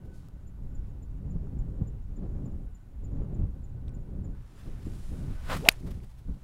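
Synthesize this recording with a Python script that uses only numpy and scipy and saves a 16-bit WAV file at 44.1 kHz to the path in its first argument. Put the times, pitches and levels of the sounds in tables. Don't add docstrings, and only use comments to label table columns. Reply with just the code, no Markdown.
import sys
import numpy as np
from scipy import signal
from scipy.io import wavfile

SR = 44100
rng = np.random.default_rng(int(sys.argv[2]) if len(sys.argv) > 2 else 0)


def to_linear_factor(level_db):
    exponent = np.asarray(level_db, float) / 20
    return 10 ** exponent


def transcribe(u):
    v = np.clip(np.atleast_2d(u).T, -1, 1)
    q = np.round(v * 32767).astype(np.int16)
    wavfile.write(sys.argv[1], SR, q)


N = 283783


def rms_one(x):
    return x / np.sqrt(np.mean(x ** 2) + 1e-20)


def in_time(rows, outside=-120.):
    s, *columns = np.transpose(rows)
    return [np.interp(np.arange(N) / SR, s, column, outside, outside) for column in columns]


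def at_hz(points, hz):
    points_hz, points_db = np.transpose(points)
    return np.interp(np.log(hz), np.log(points_hz), points_db)


def drift(rate):
    r = np.exp(-80 * np.pi * rate / SR)
    slow = signal.lfilter([1], [1, -2 * r, r * r], rng.standard_normal(N // 40 + 2002))[2000:]
    return np.interp(np.arange(N) / 40, np.arange(len(slow)), rms_one(slow))


def ring(x, hz, t60):
    r, w = to_linear_factor(-60 / (t60 * SR)), 2 * np.pi * hz / SR
    return signal.lfilter([0, np.sin(w)], [1, -2 * r * np.cos(w), r * r], x + 1e-18)


def band_pass(x, low_hz, high_hz):
    return signal.sosfilt(signal.butter(2, [low_hz, high_hz], "band", fs=SR, output="sos"), x)


def bands(spectrum, source):
    lowest, highest = spectrum[0][0], spectrum[-1][0]
    edges = lowest * 2 ** np.arange(0, np.log2(highest / lowest) + .5, .5)
    edges = np.minimum(edges, 19000)
    hz = np.sqrt(edges[1:] * edges[:-1])
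    parts = []
    for k, centre in enumerate(hz):
        band = band_pass(source[k % 2], edges[k], edges[k + 1])
        parts.append(to_linear_factor(at_hz(spectrum, centre)) * band)
    return zip(hz, np.array(parts) / np.std(sum(parts)))


def swell(curves_db, centres_hz, hz):
    place = np.interp(np.log(hz), np.log(centres_hz), np.arange(len(centres_hz)))
    low = min(int(place), len(centres_hz) - 2)
    return curves_db[low] + (place - low) * (curves_db[low + 1] - curves_db[low])


def air():
    # (frequency [Hz], level [dB/Hz])
    hiss_spectrum = [(180, -34), (300, -3), (978, 4.5), (1080, -0.5), (1460, -3), (1610, -5.5),
                     (5700, -17.5), (7080, -16.5), (7690, -16.5), (16000, -19.5)]
    # (frequency [Hz], width [Hz], level [dB])
    motor_lines = [
        (123, 8, -58),
        (1500, 30, -87),
    ]
    # (time [s], length [s], frequency [Hz], level [dB])
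    far_insects = [
        (.6, .3, 11500, -89),
        (.18, .13, 4600, -85),
        (.1, .24, 1500, -74),
        (5.3, .3, 1500, -68),
        (3.8, 1.0, 1500, -83),
    ]
    hiss = to_linear_factor(-70.5) * sum(band * to_linear_factor(.6 * drift(3))
                            for hz, band in bands(hiss_spectrum, rng.standard_normal((2, N))))
    for hz, width_hz, db in motor_lines:
        line = rms_one(ring(rng.standard_normal(N), hz, 2.5 / width_hz))
        hiss += to_linear_factor(db + 5.1 * drift(3.7)) * line
    white = rng.standard_normal(N)
    for s, length, hz, db in far_insects:
        shape = np.exp(-((np.arange(N) / SR - s) / (.5 * length)) ** 4)
        hiss += to_linear_factor(db) * shape * rms_one(ring(white, hz, 420.0 / hz))
    return hiss


def wind(level_db=-37, lumpy_db=1.5, reach_octaves=1.5):
    # (time [s], level [dB])
    gusts = [(0.0, -1.5), (0.56, -7.5), (0.64, 0.5), (0.7, -2), (1.84, 5.5), (2.0, -3.5), (2.46, 9.5),
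             (2.8, -15), (3.18, 10), (3.66, -2.6), (4.14, 3.4), (4.28, 6.5), (4.52, -21.5), (4.68, -1.2),
             (5.24, 4), (6.04, -0.9), (6.1, -18), (6.43, 0.8)]
    gust_hz, gust_follow = (50, 200, 520), (.6, 1.0, 1)
    # (frequency [Hz], level [dB/Hz])
    buffet = [(8.8, -22), (15, 5), (54, 1.5), (93, -4.5), (136, -8.5), (168, -11), (276, -19.5),
              (609, -36.5), (677, -45.5), (2500, -82), (3250, -92), (5500, -120)]
    # (time [s], half length [s], swell [dB], pitch [Hz])
    passing_eddies = [(0.2, 0.13, -8.5, 30.3), (0.422, 0.03, -7, 30), (0.8, 0.08, 6.5, 30),
                      (1.095, 0.08, -7, 480), (1.293, 0.08, 5.5, 119), (1.599, 0.03, 10, 29.7),
                      (2.055, 0.05, -11, 480), (2.23, 0.05, 10, 480), (2.452, 0.05, -14, 30),
                      (3.397, 0.08, 3.5, 480), (3.435, 0.05, 9, 59.7), (3.69, 0.08, -2.5, 480),
                      (3.922, 0.05, 8.5, 60), (4.07, 0.08, -5.4, 58.4), (4.53, 0.05, 18, 480),
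                      (4.87, 0.03, 6.5, 118), (5.053, 0.05, -12, 238), (5.235, 0.13, 3, 120),
                      (5.397, 0.05, -14, 243), (5.555, 0.05, 11.1, 238), (5.763, 0.05, -16, 120),
                      (5.881, 0.05, 12, 240), (6.289, 0.05, 14, 29.3), (6.3, 0.05, 7.5, 240),
                      (6.41, 0.05, -6.5, 30), (6.415, 0.03, -16, 240),
                      (0.075, .03, 7.5, 480),
        (1.443, 0.029, 4, 240),
        (1.83, 0.025, 3.5, 700),
        (2.62, .03, 7, 300),
        (4.672, 0.025, 10, 350),
        (5.145, 0.057, 5, 402),
        (5.313, 0.037, 3.5, 199),
        (5.69, .035, -10, 250.2),
    ]
    t, (gust_db,) = np.arange(N) / SR, in_time(gusts, outside=0)
    s, half, db, pitch = np.transpose(passing_eddies)[:, :, None]
    coarse_t = t[::64]
    eddies = db * np.exp(-((coarse_t - s) / half) ** 2)
    lurch, out = drift(25), 0
    for hz, band in bands(buffet, rng.standard_normal((2, N))):
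        nearness = np.exp(-(np.log2(hz / pitch) / reach_octaves) ** 2)
        passing_db = np.interp(t, coarse_t, np.sum(eddies * nearness, axis=0))
        follow_db = swell(gust_follow, gust_hz, hz) * gust_db
        lurch_db = lumpy_db * min(hz / 250, 1) * lurch
        out = out + band * to_linear_factor(level_db + follow_db + passing_db + lurch_db)
    return out


def thumps(hz=200, length=0.0075, gain_db=6):
    # (time [s], peak level [dB])
    slaps = [
        (1.354, -36.5),
        (1.468, -42),
        (1.812, -31),
        (2.219, -42.5),
        (3.39, -39),
        (3.431, -37.5),
        (4.184, -44),
        (4.863, -35.5),
        (6.284, -37.5),
    ]
    t = np.arange(N) / SR
    shape = sum(to_linear_factor(db) * np.exp(-((t - s - length) / length) ** 2) for s, db in slaps)
    dull = signal.sosfilt(signal.butter(3, hz, fs=SR, output="sos"), rng.standard_normal(N))
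    return to_linear_factor(gain_db) * shape * rms_one(dull)


def chirp_events(chirp_hz=7086, spread_db=0.5, spread_s=.008, spread_hz=50):
    # (time [s], peak level [dB])
    chirps = [(0.4738, -65.5), (0.7502, -63.5), (1.0266, -64.5), (1.3069, -64), (1.5893, -65),
              (1.8746, -63.5), (2.1645, -64), (2.4563, -63.5), (2.7501, -62.5), (3.0455, -61.5),
              (3.3453, -67), (3.6411, -64.5), (3.9449, -64.5), (4.2457, -62.5), (4.5594, -73),
              (4.8589, -66)]
    # (delay [s], level relative to -63 dB [dB], pitch [Hz], first chirp, last chirp)
    answers = [
        (-.125, -19, 6850, 0, 10),
        (.055, -15, 7040, 7, 13),
        (-.05, -20, 7000, 0, 6),
    ]
    rows = [(s, db, chirp_hz) for s, db in chirps]
    for delay, under_db, hz, first, last in answers:
        chance = rng.standard_normal((len(chirps), 3)) * [spread_s, spread_db, spread_hz]
        for k in range(first, last + 1):
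            rows.append(np.add((chirps[k][0] + delay, -63 + under_db, hz), chance[k]))
    return rows


def cricket(length=.028, fall_hz=330, overtone_db=-18, echo_db=-13, lead=.008, chorus_db=-94):
    out, t = np.zeros(N), np.arange(int(length * SR)) / SR
    shape = np.sin(np.pi * (t / length) ** 0.89) ** 2
    for s, db, hz in chirp_events():
        turn = 2 * np.pi * np.cumsum(hz + fall_hz * (.5 - t / length)) / SR
        tone = np.sin(turn) + to_linear_factor(overtone_db) * np.sin(2 * turn)
        at = int((s - lead) * SR)
        out[at:at + len(t)] += to_linear_factor(db) * shape * tone
    out *= 1 + 0.29 * drift(150)
    scatter = rng.standard_normal(2000) * to_linear_factor(-60 * np.arange(2000) / SR / 0.036)
    blurred = signal.fftconvolve(out, scatter / np.linalg.norm(scatter))[:N]
    echo = np.roll(blurred, int(.015 * SR))
    chorus = rms_one(ring(rng.standard_normal(N), 6870, 0.01)) * to_linear_factor(3.9 * drift(25))
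    chorus *= np.arange(N) < 4.4 * SR
    return out + to_linear_factor(echo_db) * echo + to_linear_factor(chorus_db) * chorus


def ticks():
    # (time [s], peak level [dB], pitch [Hz], dry click [dB], bright ring [dB])
    tick_events = [
        (.286, -56.5, 1300, 16, -6),
        (1.47, -52, 1290, -6, -20),
        (3.882, -46, 3700, -14, -13),
        (3.893, -55, 2400, -8, -2),
        (5.653, -30, 2850, -45, -30),
        (5.828, -54, 2000, -6, -10),
        (6.003, -54, 2240, -10.5, -23),
        (5.4, -60, 3020, 0, -10),
    ]
    out, click = np.zeros(N), np.eye(1, 800)[0]
    bright = ring(click, 8100, 0.0031) + ring(click, 5600, .003)
    for s, db, hz, dry_db, bright_db in tick_events:
        at = int(s * SR)
        tick = ring(click, hz, 14.0 / hz) + to_linear_factor(bright_db) * bright + to_linear_factor(dry_db) * click
        out[at:at + len(click)] += to_linear_factor(db) * tick
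    return out


def cloth(grain_db=3.0):
    # (time [s], level [dB], dullness [dB])
    movements = [
        [(0.1, -88, 10), (0.146, -78.5, -11), (0.28, -81, 3)],
        [(0.78, -97, 4), (0.866, -82, 4), (0.98, -97, 4)],
        [(4.35, -82, 8), (4.5, -76.5, 2), (4.6, -71.5, 3), (4.64, -71.5, 1.5), (4.78, -72.5, 4),
         (4.95, -69, -2), (5.12, -70, 0), (5.39, -69.5, 4.5), (5.44, -66, 2)],
        [(5.44, -66, 5), (5.486, -58.5, 5), (5.5, -49.5, 9.5), (5.528, -44.5, 10), (5.568, -52.5, 3.5),
         (5.592, -59.5, 1.5), (5.638, -62.5, 0.5), (5.675, -60.5, 6.5)],
        [(5.695, -58.5, 4), (5.725, -64.5, 3), (5.744, -68, 4), (5.85, -76, -6), (5.876, -69, 4.5),
         (6.01, -78, -3.5), (6.238, -82.5, 0), (6.435, -79, -1)],
    ]
    region_hz, base_db, tilt = (1400, 3600, 8000, 13500), (7.7, 7.9, 7, 6), (1.01, -0.092, -.6, -0.32)
    # (frequency [Hz], level [dB/Hz])
    cloth_spectrum = [(350, -29), (600, -2.5), (869, -6.5), (1550, -4), (1640, -7.5), (2830, -10),
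                      (8740, -14.5), (12800, -14.5), (16000, -44)]
    # (time [s], level [dB], length [s])
    scuffs = [(4.603, -69, .03), (5.57, -46.5, 0.011), (0.058, -69, 0.03), (5.8, -72, 0.021),
              (5.873, -60, .02), (5.913, -55.5, 0.014), (5.948, -71.5, .02), (6.041, -65, 0.024),
              (6.11, -68, 0.023), (6.192, -67.5, 0.027), (6.343, -69, .01)]
    rush = [
        (5.672, -52, .03),
        (5.682, -52, .012),
        (5.705, -64, .02),
    ]
    t = np.arange(N) / SR
    curves = [in_time(rows, outside=0) for rows in movements]
    level_db, dull_db = np.transpose(curves, (1, 0, 2)).sum(axis=1)
    level_db = np.where(level_db < 0, level_db, -120)
    regions = level_db + np.outer(tilt, dull_db) + np.array(base_db)[:, None]
    bursts = sum(to_linear_factor(db) * np.exp(-((t - s) / (.5 * length)) ** 2) for s, db, length in scuffs + rush)
    slips = np.minimum(rng.exponential(1, (2, N)), 5)
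    grains = rng.standard_normal((2, N)) * to_linear_factor(grain_db * slips)
    out = 0
    for hz, band in bands(cloth_spectrum, grains):
        burst_gain = to_linear_factor(swell([-1.5, -1.5, -7.5, 1.5], region_hz, hz))
        out = out + band * (to_linear_factor(swell(regions, region_hz, hz)) + bursts * burst_gain)
    return to_linear_factor(.8 * drift(90)) * out


def stretch():
    # (time [s], half length [s], level [dB], low edge [Hz], high edge [Hz])
    stretches = [
        (5.12, 0.27, -71, 6500, 11000),
        (5.49, .02, -49, 1100, 1600),
        (5.525, 0.027, -46, 1200, 3800),
        (5.665, .015, -54, 1500, 4000),
        (5.715, .02, -54, 1400, 3200),
    ]
    t, white = np.arange(N) / SR, rng.standard_normal(N)
    out = np.zeros(N)
    for s, half, db, low_hz, high_hz in stretches:
        shape = np.exp(-((t - s) / half) ** 2)
        out += to_linear_factor(db) * shape * rms_one(band_pass(white, low_hz, high_hz))
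    return out


def shaft(width_hz=150, breadth_db=-7):
    # (time [s], pitch [Hz], level [dB])
    whistle = [(5.57, 295, -64), (5.63, 430, -44), (5.648, 520, -36), (5.654, 570, -42), (5.662, 630, -29),
               (5.673, 700, -35), (5.683, 730, -24), (5.692, 640, -35), (5.705, 500, -60)]
    hz, db = in_time(whistle)
    carrier = np.exp(2j * np.pi * np.cumsum(hz) / SR)
    narrow = 1 + .4 * drift(width_hz) + .5j * drift(width_hz)
    broad = drift(500) + 1j * drift(500)
    return to_linear_factor(db) * np.real(carrier * (narrow + to_linear_factor(breadth_db) * broad))


def tee(rattle_s=.0012):
    # (time [s], peak level [dB])
    skips = [
        (5.7158, -43.5),
        (5.7198, -50.5),
        (5.7236, -44.5),
    ]
    # (frequency [Hz], level [dB], t60 [s])
    peg_modes = [
        (9500, 2, .005),
        (6800, -3.5, .004),
        (13500, -5, .003),
        (3000, -10.5, .005),
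    ]
    t, rattle = np.arange(N) / SR, np.zeros(N)
    for s, db in skips:
        rattle += to_linear_factor(db - 7.5) * np.exp(-np.maximum(t - s, 0) / rattle_s) * (t >= s)
    rattle *= rng.standard_normal(N)
    return sum(to_linear_factor(db) * ring(rattle, hz, t60) for hz, db, t60 in peg_modes)


def blow(blow_s=5.68655, contact_s=.0006, swell_s=.0012, ground_s=.0020):
    # (frequency [Hz], level [dB], t60 [s])
    club_modes = [(2450, -19, .016), (560, -22, .012), (1200, -20, .012), (1650, -11, .011),
                  (3200, -12, .010), (3850, -7, .010), (4500, -10, .010), (5300, -12, .009),
                  (12400, -8, .006), (6600, -12, .007), (7200, -13, .007), (8700, -12, .007),
                  (10300, -14, .006), (13900, -14, .004)]
    # (delay [s], level [dB], t60 [s])
    cracks = [
        (.0003, -13, .010),
        (.0020, -11, .007),
        (.004, -27, .02),
        (.01, -58, .15),
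    ]
    # (frequency [Hz], level [dB/Hz])
    crack_spectrum = [(470, -53), (800, -10.5), (1900, 3.5), (2770, -2.5), (3340, 0), (5310, 7.5),
                      (5940, -10), (8990, -2), (16000, -39.5)]
    out, at, t = np.zeros(N), int(blow_s * SR), np.arange(SR // 4) / SR
    touch = to_linear_factor(-11) * np.sin(np.pi * np.clip(t / contact_s, 0, 1))
    rise = t / swell_s
    squash = -to_linear_factor(4) * (rise * np.exp(1 - rise)) ** 9 * np.cos(2 * np.pi * 2480 * t)
    ground_delay = int(ground_s * SR)
    echo = to_linear_factor(-17) * np.roll(squash, ground_delay)
    click = np.eye(1, len(t), ground_delay)[0]
    body = 0
    for k, (hz, db, t60) in enumerate(club_modes):
        body = body + to_linear_factor(db) * (-1) ** k * ring(click, hz, t60)
    bursts = 0
    for delay, db, t60 in cracks:
        bursts = bursts + to_linear_factor(db - 60 * np.maximum(t - delay, 0) / t60) * (t > delay)
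    noise = sum(band for hz, band in bands(crack_spectrum, rng.standard_normal((2, len(t)))))
    out[at:at + len(t)] = touch + squash + echo + body + bursts * noise
    return out


def scene():
    background = air() + wind() + thumps() + cricket() + ticks()
    swing = cloth() + stretch() + shaft()
    return (background + swing + tee() + blow())[None]


def band_limit(x):
    return signal.sosfilt(signal.butter(12, 16330, fs=SR, output="sos"), x)


def record(dry):
    ceiling = .9
    held = ceiling * np.tanh((np.abs(dry) / ceiling) ** 3) ** (1 / 3) * np.sign(dry)
    held = signal.sosfilt(signal.cheby2(10, 24, 16150, fs=SR, output="sos"), held)
    return band_limit(held)


dry = scene()
out = record(dry)
transcribe(out)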